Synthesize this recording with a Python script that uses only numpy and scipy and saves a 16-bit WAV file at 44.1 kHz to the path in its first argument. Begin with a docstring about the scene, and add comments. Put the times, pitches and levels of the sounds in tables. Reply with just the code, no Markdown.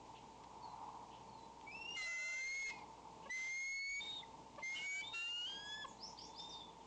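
"""At a nest in trees, eagles scream close to a fixed camera whose microphone stage overloads.
The eagles are nearly pure tones with weak harmonics, shaken or buzzed by modulation, plus a hiss of air.
Each loud whistle squares off, pushes the wind and hum down and breeds side tones with the second voice.
Small birds chirp further off as swept sines, and twigs tick as brief resonant noise.
Wind is shaped noise, hum and fan are sine lines, and the trees return a short echo of the birds."""
import sys
import numpy as np
from scipy import signal
from scipy.fft import rfft, irfft
from scipy.io import wavfile
from scipy.ndimage import uniform_filter1d

SR = 44100
rng = np.random.default_rng(int(sys.argv[2]) if len(sys.argv) > 2 else 0)


def int16_out(signal):
    """Quantize to a 16-bit WAV file."""
    q = np.round(np.clip(np.atleast_2d(signal).T, -1, 1) * 32767)
    wavfile.write(sys.argv[1], SR, q.astype(np.int16))


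N = 302526
TIME = np.arange(N) / SR

# songbird syllable shapes named by the chirp table: length_share, pitch_ratio, level_db
RISE = [(0, .74, -21), (0.248, .91, -9), (0.479, 1, -1.5), (0.679, 1.06, -9), (.85, 1.22, -20),
        (1, 1.33, -23)]
FALL = [(0, 1.2, -2.5), (.25, 1.05, -5.5), (.6, .94, -2.5), (1, .82, -22)]
PEEP = [(0, 1.015, -12), (.2, 1, 0), (.7, 1, 0), (1, .99, -12)]


def undb(db):
    """Decibels to amplitude: 20 dB is a factor of ten."""
    return 10 ** (np.asarray(db) / 20)


def unit(x):
    """Normalise the signal power to rms 1."""
    return x / np.sqrt(np.mean(x ** 2))


def bump(x, centre, width):
    """A Gaussian rise and fall, 1 at the centre and 1/e one width away."""
    return np.exp(-((x - centre) / width) ** 2)


def colour(x, points):
    """Linear filtering: weight the spectrum by (Hz, dB) points joined on a log frequency axis."""
    hz, db = np.transpose(points)
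    bins = np.maximum(np.fft.rfftfreq(N, 1 / SR), 1)
    gain = undb(np.interp(np.log(bins), np.log(hz), db))
    return irfft(rfft(x) * gain, N)


def resonant_noise(hz, width_hz, order=1):
    """Noise through a simple resonator, whose response falls off either side of hz; rms 1."""
    bins = np.maximum(np.fft.rfftfreq(N, 1 / SR), 1)
    quality = hz / width_hz
    response = 1 / (1 + 1j * (bins / hz - hz / bins) * quality)
    return unit(irfft(rfft(rng.standard_normal(N)) * response ** order, N))


def walk(rate):
    """Random modulation: lowpassed noise of about this many turns a second, rms 1."""
    bins = np.fft.rfftfreq(N, 1 / SR)
    return unit(irfft(rfft(rng.standard_normal(N)) / (1 + (bins / rate) ** 2), N))


def phase_of(hz):
    """Phase in radians is the running integral of frequency."""
    return 2 * np.pi * np.cumsum(hz) / SR


def tone(phase, db):
    """Simple harmonic motion: a sine with its rms at the given level."""
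    return np.sqrt(2) * undb(db) * np.sin(phase)


def curves(rows):
    """Piecewise-linear motion: a soft gate over the span of the rows, then each column as a curve."""
    s, *columns = np.transpose(rows)
    inside = 1. * ((TIME > s[0]) & (TIME < s[-1]))
    gate = uniform_filter1d(inside, size=150)
    return [gate] + [np.interp(TIME, s, column) for column in columns]


def hum(drift=0.0072):
    """Periodic sources give line spectra: steady mains lines and the wavering whine of a small fan."""
    # mains lines: pitch_hz, level_db
    mains_lines = [(60, -71.5), (120, -74.5), (180, -85.5), (300, -75.5)]
    # camera fan lines: mean_pitch_hz, level_db
    fan_lines = [(448.5, -72), (897, -64)]
    speed = 1 + drift * walk(10.92)
    mains = sum(tone(2 * np.pi * (hz * TIME + rng.random()), db) for hz, db in mains_lines)
    fan = sum(tone(phase_of(hz * speed), db) for hz, db in fan_lines)
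    return mains + fan


def wind(air_db=-60, hollow_hz=900, hollow_width_hz=300, flicker_db=1.5):
    """Broadband turbulence makes a steady rush, and gusts excite the resonance of the housing hollow."""
    # relative spectrum of the steady air: pitch_hz, density_db_per_hz
    air_spectrum = [(20, -15.5), (45, -13), (100, -2), (200, 2), (320, -0.5), (520, -3.5), (750, -3),
                    (1100, -21), (1500, -29.5), (2200, -17.5), (7000, -22.5), (12000, -17)]
    # gusts sounding in the camera housing: centre_s, half_length_s, rise_above_lull_db
    gusts = [(0.802, 0.3, 8.5), (2.489, 1, 3), (6.86, 0.34, 0.5)]
    lull_db = -60.5
    gust_db = lull_db + sum(db * bump(TIME, s, width) for s, width, db in gusts)
    rush = unit(colour(rng.standard_normal(N), air_spectrum)) * undb(air_db + .5 * walk(5.4))
    hollow = resonant_noise(hollow_hz, hollow_width_hz, order=3)
    return rush + hollow * undb(gust_db + flicker_db * walk(23))


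def twigs():
    """Impulsive excitation: nest ticks and rustles, each a quick swell and decay of resonant noise."""
    # ticks and rustles, peaking a third of the length in: start_s, length_s, centre_hz, width_hz, level_db
    ticks = [(0.146, 0.052, 2900, 900, -63), (0.435, 0.011, 2910, 3500, -62.5),
             (1.105, 0.094, 3000, 800, -67), (1.612, 0.0016, 2770, 3500, -58),
             (2.787, 0.0068, 2820, 3500, -60.5), (3.22, 0.084, 2760, 680, -68),
             (4.56, 0.0026, 2800, 3500, -59), (4.588, 0.029, 2670, 1220, -64.5)]
    out = np.zeros(N)
    for start, length, hz, width_hz, db in ticks:
        age = np.maximum(TIME - start, 0) / length * 3
        swell = age * np.exp(1 - age)
        out += undb(db) * swell * resonant_noise(hz, width_hz, order=2)
    return out


def songbirds(flutter_db=5.0):
    """Frequency modulation: quick swept sines, the raspy ones shaken in pitch and level."""
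    # syllables: start_s, length_s, pitch_hz, level_db, rasp_0_to_1, shape
    syllables = [ (0.624, 0.015, 4460, -66, 0, PEEP), (0.639, 0.014, 4350, -60.5, 0.16, PEEP),
                 (0.66, 0.12, 4075, -76, 0, PEEP), (1.293, 0.011, 4380, -70, 0, PEEP),
                 (1.335, 0.017, 4270, -70.5, 0.3, PEEP), (1.369, 0.081, 3990, -72, 0.13, PEEP),
                 (5.64, 0.072, 6900, -63.5, 0.7, FALL), (5.861, 0.074, 6900, -63, 0.52, FALL),
                 (5.987, .12, 5320, -47.5, 0.5, RISE), (6.164, 0.12, 5340, -50.5, 0.84, RISE),
                 (6.176, 0.051, 3080, -65.5, 0.83, FALL), (6.342, 0.1, 5200, -50.5, 0.53, RISE),
                 (6.493, 0.072, 5000, -55, 0.2, FALL), (6.60, 0.032, 3526, -56, 0.42, PEEP),
                 (6.691, 0.026, 3200, -67, 1, FALL), (6.798, 0.051, 3100, -72, 0.5, FALL), ]
    out, flutter = np.zeros(N), walk(90)
    shake = .042 * walk(500)
    for start, length, hz, db, rasp, shape in syllables:
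        share, ratio, shape_db = np.transpose(shape)
        on = (TIME > start) & (TIME < start + length)
        progress = (TIME[on] - start) / length
        pitch = hz * np.interp(progress, share, ratio) * (1 + rasp * shake[on])
        level_db = db + np.interp(progress, share, shape_db) + rasp * flutter_db * flutter[on]
        out[on] += tone(phase_of(pitch), level_db)
    return out


def trees(x, wet_db, t60):
    """Scattering: branches and leaves return a diffuse echo that decays by 60 dB in t60 seconds."""
    age = TIME[:SR]
    decay = np.exp(-np.log(1000) * age / t60)
    build_up = 1 - np.exp(-age / 0.0099)
    tail = rng.standard_normal(SR) * decay * build_up
    return x + undb(wet_db) * signal.fftconvolve(x, tail / np.linalg.norm(tail))[:N]


def held(start, length):
    """Amplitude envelope of a held call: it opens fast, holds and closes fast."""
    attack_s, release_s = 0.022, 0.021
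    opening = np.clip((TIME - start) / attack_s, 0, 1)
    closing = np.clip((start + length - TIME) / release_s, 0, 1)
    return (opening * closing) ** 2


def blip(start, length, hz, rise):
    """Linear chirp: one swell of amplitude on a straight glide of pitch."""
    age = np.clip(TIME - start, 0, length)
    return np.sin(np.pi * age / length) ** 2, hz + rise * age


def clucks():
    """Short low-register chirps before and after calls, as low_notes yields them."""
    # clucks: start_s, length_s, pitch_hz, glide_hz_per_s, level_db, second_harmonic_db
    notes = [(3.251, 0.032, 534, 1196, -55, -54), (4.576, 0.023, 569, 509, -48, -50.5),
             (5.841, 0.022, 572, -3500, -51.5, -41.5)]
    for start, length, hz, rise, db, second_db in notes:
        yield *blip(start, length, hz, rise), np.full(N, db), np.full(N, second_db)


def wail():
    """A low-register call whose fundamental breaks upward halfway, as low_notes yields it."""
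    # breakpoints: time_s, pitch_hz, level_db, second_harmonic_db
    points = [(5.124, 1362, -50.5, -44), (5.26, 1392, -56.5, -38), (5.451, 1448, -59.5, -42.5),
              (5.474, 1579, -67, -46), (5.651, 1668, -55, -57), (5.73, 1698, -52, -46),
              (5.785, 1731, -51.5, -61), (5.828, 1714, -51, -51), (5.855, 1604, -56, -41)]
    start, end = points[0][0], points[-1][0]
    yield held(start, end - start), *curves(points)[1:]


def quaver():
    """Vibrato-like random modulation: a long cry under the first scream, as whistles yields it."""
    # breakpoints: time_s, pitch_hz, level_db
    points = [(1.714, 2544, -54.5), (1.79, 2658, -56), (1.865, 2798, -50.5), (1.98, 2825, -43.5),
              (2.10, 2692, -50), (2.33, 2696, -46.5), (2.44, 2590, -54.5), (2.68, 2600, -57),
              (2.84, 2300, -72.5)]
    wobble_share, wobble_per_s = 0.011, 16.1
    octave_db, rough = -13, 0.79
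    gate, hz, db = curves(points)
    yield gate, hz * (1 + wobble_share * walk(wobble_per_s)), db, octave_db, rough, 0


def squeaks():
    """Linear chirps in the upper register, as whistles yields them."""
    # squeaks: start_s, length_s, pitch_hz, glide_hz_per_s, level_db, roughness_0_to_1
    notes = [(1.655, 0.084, 2230, 2304, -50.5, 0.6), (4.224, 0.022, 2217, -16000, -54.5, 0.2),
             (4.744, 0.056, 3000, 1199, -46, 0.7)]
    octave_db = -31
    for start, length, hz, rise, db, rough in notes:
        yield *blip(start, length, hz, rise), db, octave_db, rough, 0


def yelp(start, length, hz, rise, bend, drop):
    """Pitch glide with exponential transients at its opening and closing, under a held envelope."""
    bend_s, drop_s = 0.04, 0.017
    age = np.clip(TIME - start, 0, length)
    transients = 1 + bend * np.exp(-age / bend_s) - drop * np.exp((age - length) / drop_s)
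    return held(start, length), (hz + rise * age) * transients


def yelps():
    """Frequency-modulated calls of the second eagle, as whistles yields them."""
    # yelps: start_s, length_s, pitch_hz, rise_hz_per_s, opening_bend_share, closing_drop_share,
    # level_db, fade_db_per_s, roughness_0_to_1, buzz_depth_0_to_1
    calls = [ (3.996, 0.228, 3725, 60, -0.046, 0.16, -45, 14, 0.48, 0.25),
             (4.728, 0.15, 2795, 836, -0.0047, -0.045, -51.5, -4, 0.4, 0.27),
             (4.877, 0.16, 2920, 726, 0, -0.053, -49.5, 11, 0.5, 0.3),
             (5.017, 0.3, 3696, 327, -0.1, 0.22, -50.5, 17.5, 0.72, 0.23),
             (6.203, 0.21, 3480, 467, -0.028, 0, -73, -2, 0.91, 0.19),
             (6.378, 0.255, 3618, 149, -0.022, 0.043, -54, 7, 0.74, 0.16), ]
    octave_db = -24
    for start, length, hz, rise, bend, drop, db, fade_db, rough, buzz in calls:
        level_db = db - fade_db * np.clip(TIME - start, 0, length)
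        yield *yelp(start, length, hz, rise, bend, drop), level_db, octave_db, rough, buzz


def screams():
    """Level and harmonic content vary together: screams sag and surge, as whistles yields them."""
    # pitch of each scream: time_s, pitch_hz
    pitches = [
        [(1.953, 2114), (1.973, 2103), (2.009, 2048), (2.117, 2043), (2.437, 2098), (2.571, 2171),
         (2.693, 2138), (2.717, 1910)],
        [(3.29, 1968), (3.302, 1959), (3.332, 2052), (3.4, 2061), (3.576, 2136), (3.976, 2241), (4.0, 2278),
         (4.014, 2320)],
        [(4.615, 2035), (4.621, 2078), (4.825, 2197), (4.843, 2233), (4.947, 2257), (5.025, 2328), (5.03, 2365)],
    ]
    # the same screams before sag and surge: level_db, sag_db, second_harmonic_db,
    # second_harmonic_surge_gain_db, roughness_0_to_1, buzz_depth_0_to_1
    levels = [(-37.5, 2.5, -12, 1, 0.23, 0), (-35.5, 5, -17.5, 12, 0.01, 0), (-40, 7.5, -22.5, -7, 0, 0.08)]
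    sag_at_s, sag_width_s, sag_dull_db = 0.17, 0.058, 10.5
    surge_at_share, surge_width_share, surge_db = 0.757, 0.1, 6.5
    for pitch, (db, sag_db, octave_db, bright_db, rough, buzz) in zip(pitches, levels):
        s, hz = np.transpose(pitch)
        start, length = s[0], s[-1] - s[0]
        sag = bump(TIME - start, sag_at_s, sag_width_s)
        surge = bump((TIME - start) / length, surge_at_share, surge_width_share)
        level_db = db - sag_db * sag + surge_db * surge
        second_db = octave_db - sag_dull_db * sag + bright_db * surge
        yield held(start, length), np.interp(TIME, s, hz), level_db, second_db, rough, buzz


def low_notes():
    """Lower register, rich in harmonics: (envelope, pitch, level, second harmonic level) per call."""
    yield from wail()
    yield from clucks()


def whistles():
    """Upper register, nearly sinusoidal: (envelope, pitch, level, second harmonic, roughness, buzz)."""
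    yield from screams()
    yield from yelps()
    yield from squeaks()
    yield from quaver()


def eagles(waver=0.0015, jitter=0.0014, rough_waver=0.0048, rough_flutter_db=4.5, buzz_hz=348,
           third_db=-32, octave_wander_db=4.5):
    """Syrinx oscillation: nearly pure tones, the rough ones shaken, some buzzing, all with hissing air."""
    # steady levels of the third and fourth low-register harmonics: level_db
    overtones_db = [-62, -69]
    # moments when a call turns breathy: centre_s, half_length_s, added_air_db_re_tone
    breaths = [(2.01, 0.077, -16.5), (2.555, 0.13, -15.5), (2.708, 0.028, -7.5), (3.426, 0.091, -12),
               (3.623, 0.088, -22.5), (4.072, 0.13, -18), (4.77, 0.093, -16.5), (4.958, 0.24, -21.5),
               (5.144, 0.02, -14), (5.53, 0.091, -13.5)]
    clear_air_db = -41.5  # air in a clear call, re the tone
    voice, strength = np.zeros(N), np.zeros(N)
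    tremble = 1 + waver * walk(52) + jitter * walk(500)
    shake, flutter = walk(90), walk(35)
    beat = phase_of(buzz_hz * (1 + .04 * walk(60)))
    buzz = np.sin(beat) - .5 * np.cos(2 * beat)  # peaky pulses give several side lines
    wander_db = octave_wander_db * walk(18)
    for gate, hz, db, octave_db, rough, buzz_depth in whistles():
        on = gate > 1e-6
        phase = phase_of((hz * (tremble + rough * rough_waver * shake))[on])
        loudness = gate * undb(db)
        roughening = undb(rough * rough_flutter_db * flutter[on])
        size = loudness[on] * roughening * (1 + buzz_depth * buzz[on])
        # the membrane swings further one way than the other, which adds the octave
        second_db = np.minimum(octave_db + wander_db, -3)[on]
        octave = tone(2 * phase - np.pi / 2, second_db)
        voice[on] += size * (tone(phase, 0) + octave + tone(3 * phase, third_db))
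        strength += loudness
    for gate, hz, db, second_db in low_notes():
        on = gate > 1e-6
        phase = phase_of((hz * tremble)[on])
        # the second harmonic falls in the throat resonance and often outweighs the first
        levels = [db[on], second_db[on], *overtones_db]
        # the resonance also delays the harmonics unevenly
        wave = sum(tone(k * phase + k * k * np.pi / 4, level) for k, level in enumerate(levels, 1))
        voice[on] += (gate * undb(0.96 * flutter))[on] * wave
        strength += gate * undb(second_db)
    air = undb(clear_air_db) + sum(undb(db) * bump(TIME, s, width) for s, width, db in breaths)
    return voice + strength * air * resonant_noise(3800, 4500)


def scene():
    """Superposition: the sources add, and only the birds carry an echo from the trees."""
    near = trees(eagles(), wet_db=-14.5, t60=0.38)
    far = trees(songbirds(), wet_db=-1.5, t60=0.3)
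    return (near + far + twigs() + wind() + hum())[None]


def record(dry, ceiling_db=-43, knee=48.0, bias=0.061, leak_db=-16, hiss_db=-73):
    """Nonlinear distortion: the microphone stage saturates off centre and its rectified excess leaks."""
    # treble and bass response of the camera: pitch_hz, gain_db
    response = [(20, 6.5), (60, -3), (3000, 0), (6000, -1), (7000, 0), (7600, -4), (8200, -12.5),
                (9000, -50.5), (10400, -42)]
    # relative spectrum of the electronic hiss: pitch_hz, density_db_per_hz
    hiss_spectrum = [(20, -18), (500, -1.5), (4000, -5.5), (7000, -5), (8000, -11), (9000, -18),
                     (10400, -29)]
    top_hz = 10400
    # four times the sample rate leaves room for the distortion products
    drive = signal.resample_poly(dry[0], 4, 1) / undb(ceiling_db) - bias
    squared = drive / (1 + np.abs(drive) ** knee) ** (1 / knee)
    # two loud tones beat, so the rectified excess sounds at their difference
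    beat_band = signal.butter(2, [350, 850], "band", fs=4 * SR, output="sos")
    beat = signal.sosfilt(beat_band, np.abs(drive - squared))
    sound = signal.resample_poly(squared + bias + undb(leak_db) * beat, 1, 4) * undb(ceiling_db)
    # the camera blocks the offset, cuts the treble and adds its own hiss
    sound = signal.sosfilt(signal.butter(2, 30, "high", fs=SR, output="sos"), sound)
    hiss = undb(hiss_db) * unit(colour(rng.standard_normal(N), hiss_spectrum))
    lowpass = signal.ellip(8, .2, 70, top_hz, fs=SR, output="sos")
    return signal.sosfilt(lowpass, colour(sound, response) + hiss)[None]


dry = scene()
out = record(dry)
int16_out(out)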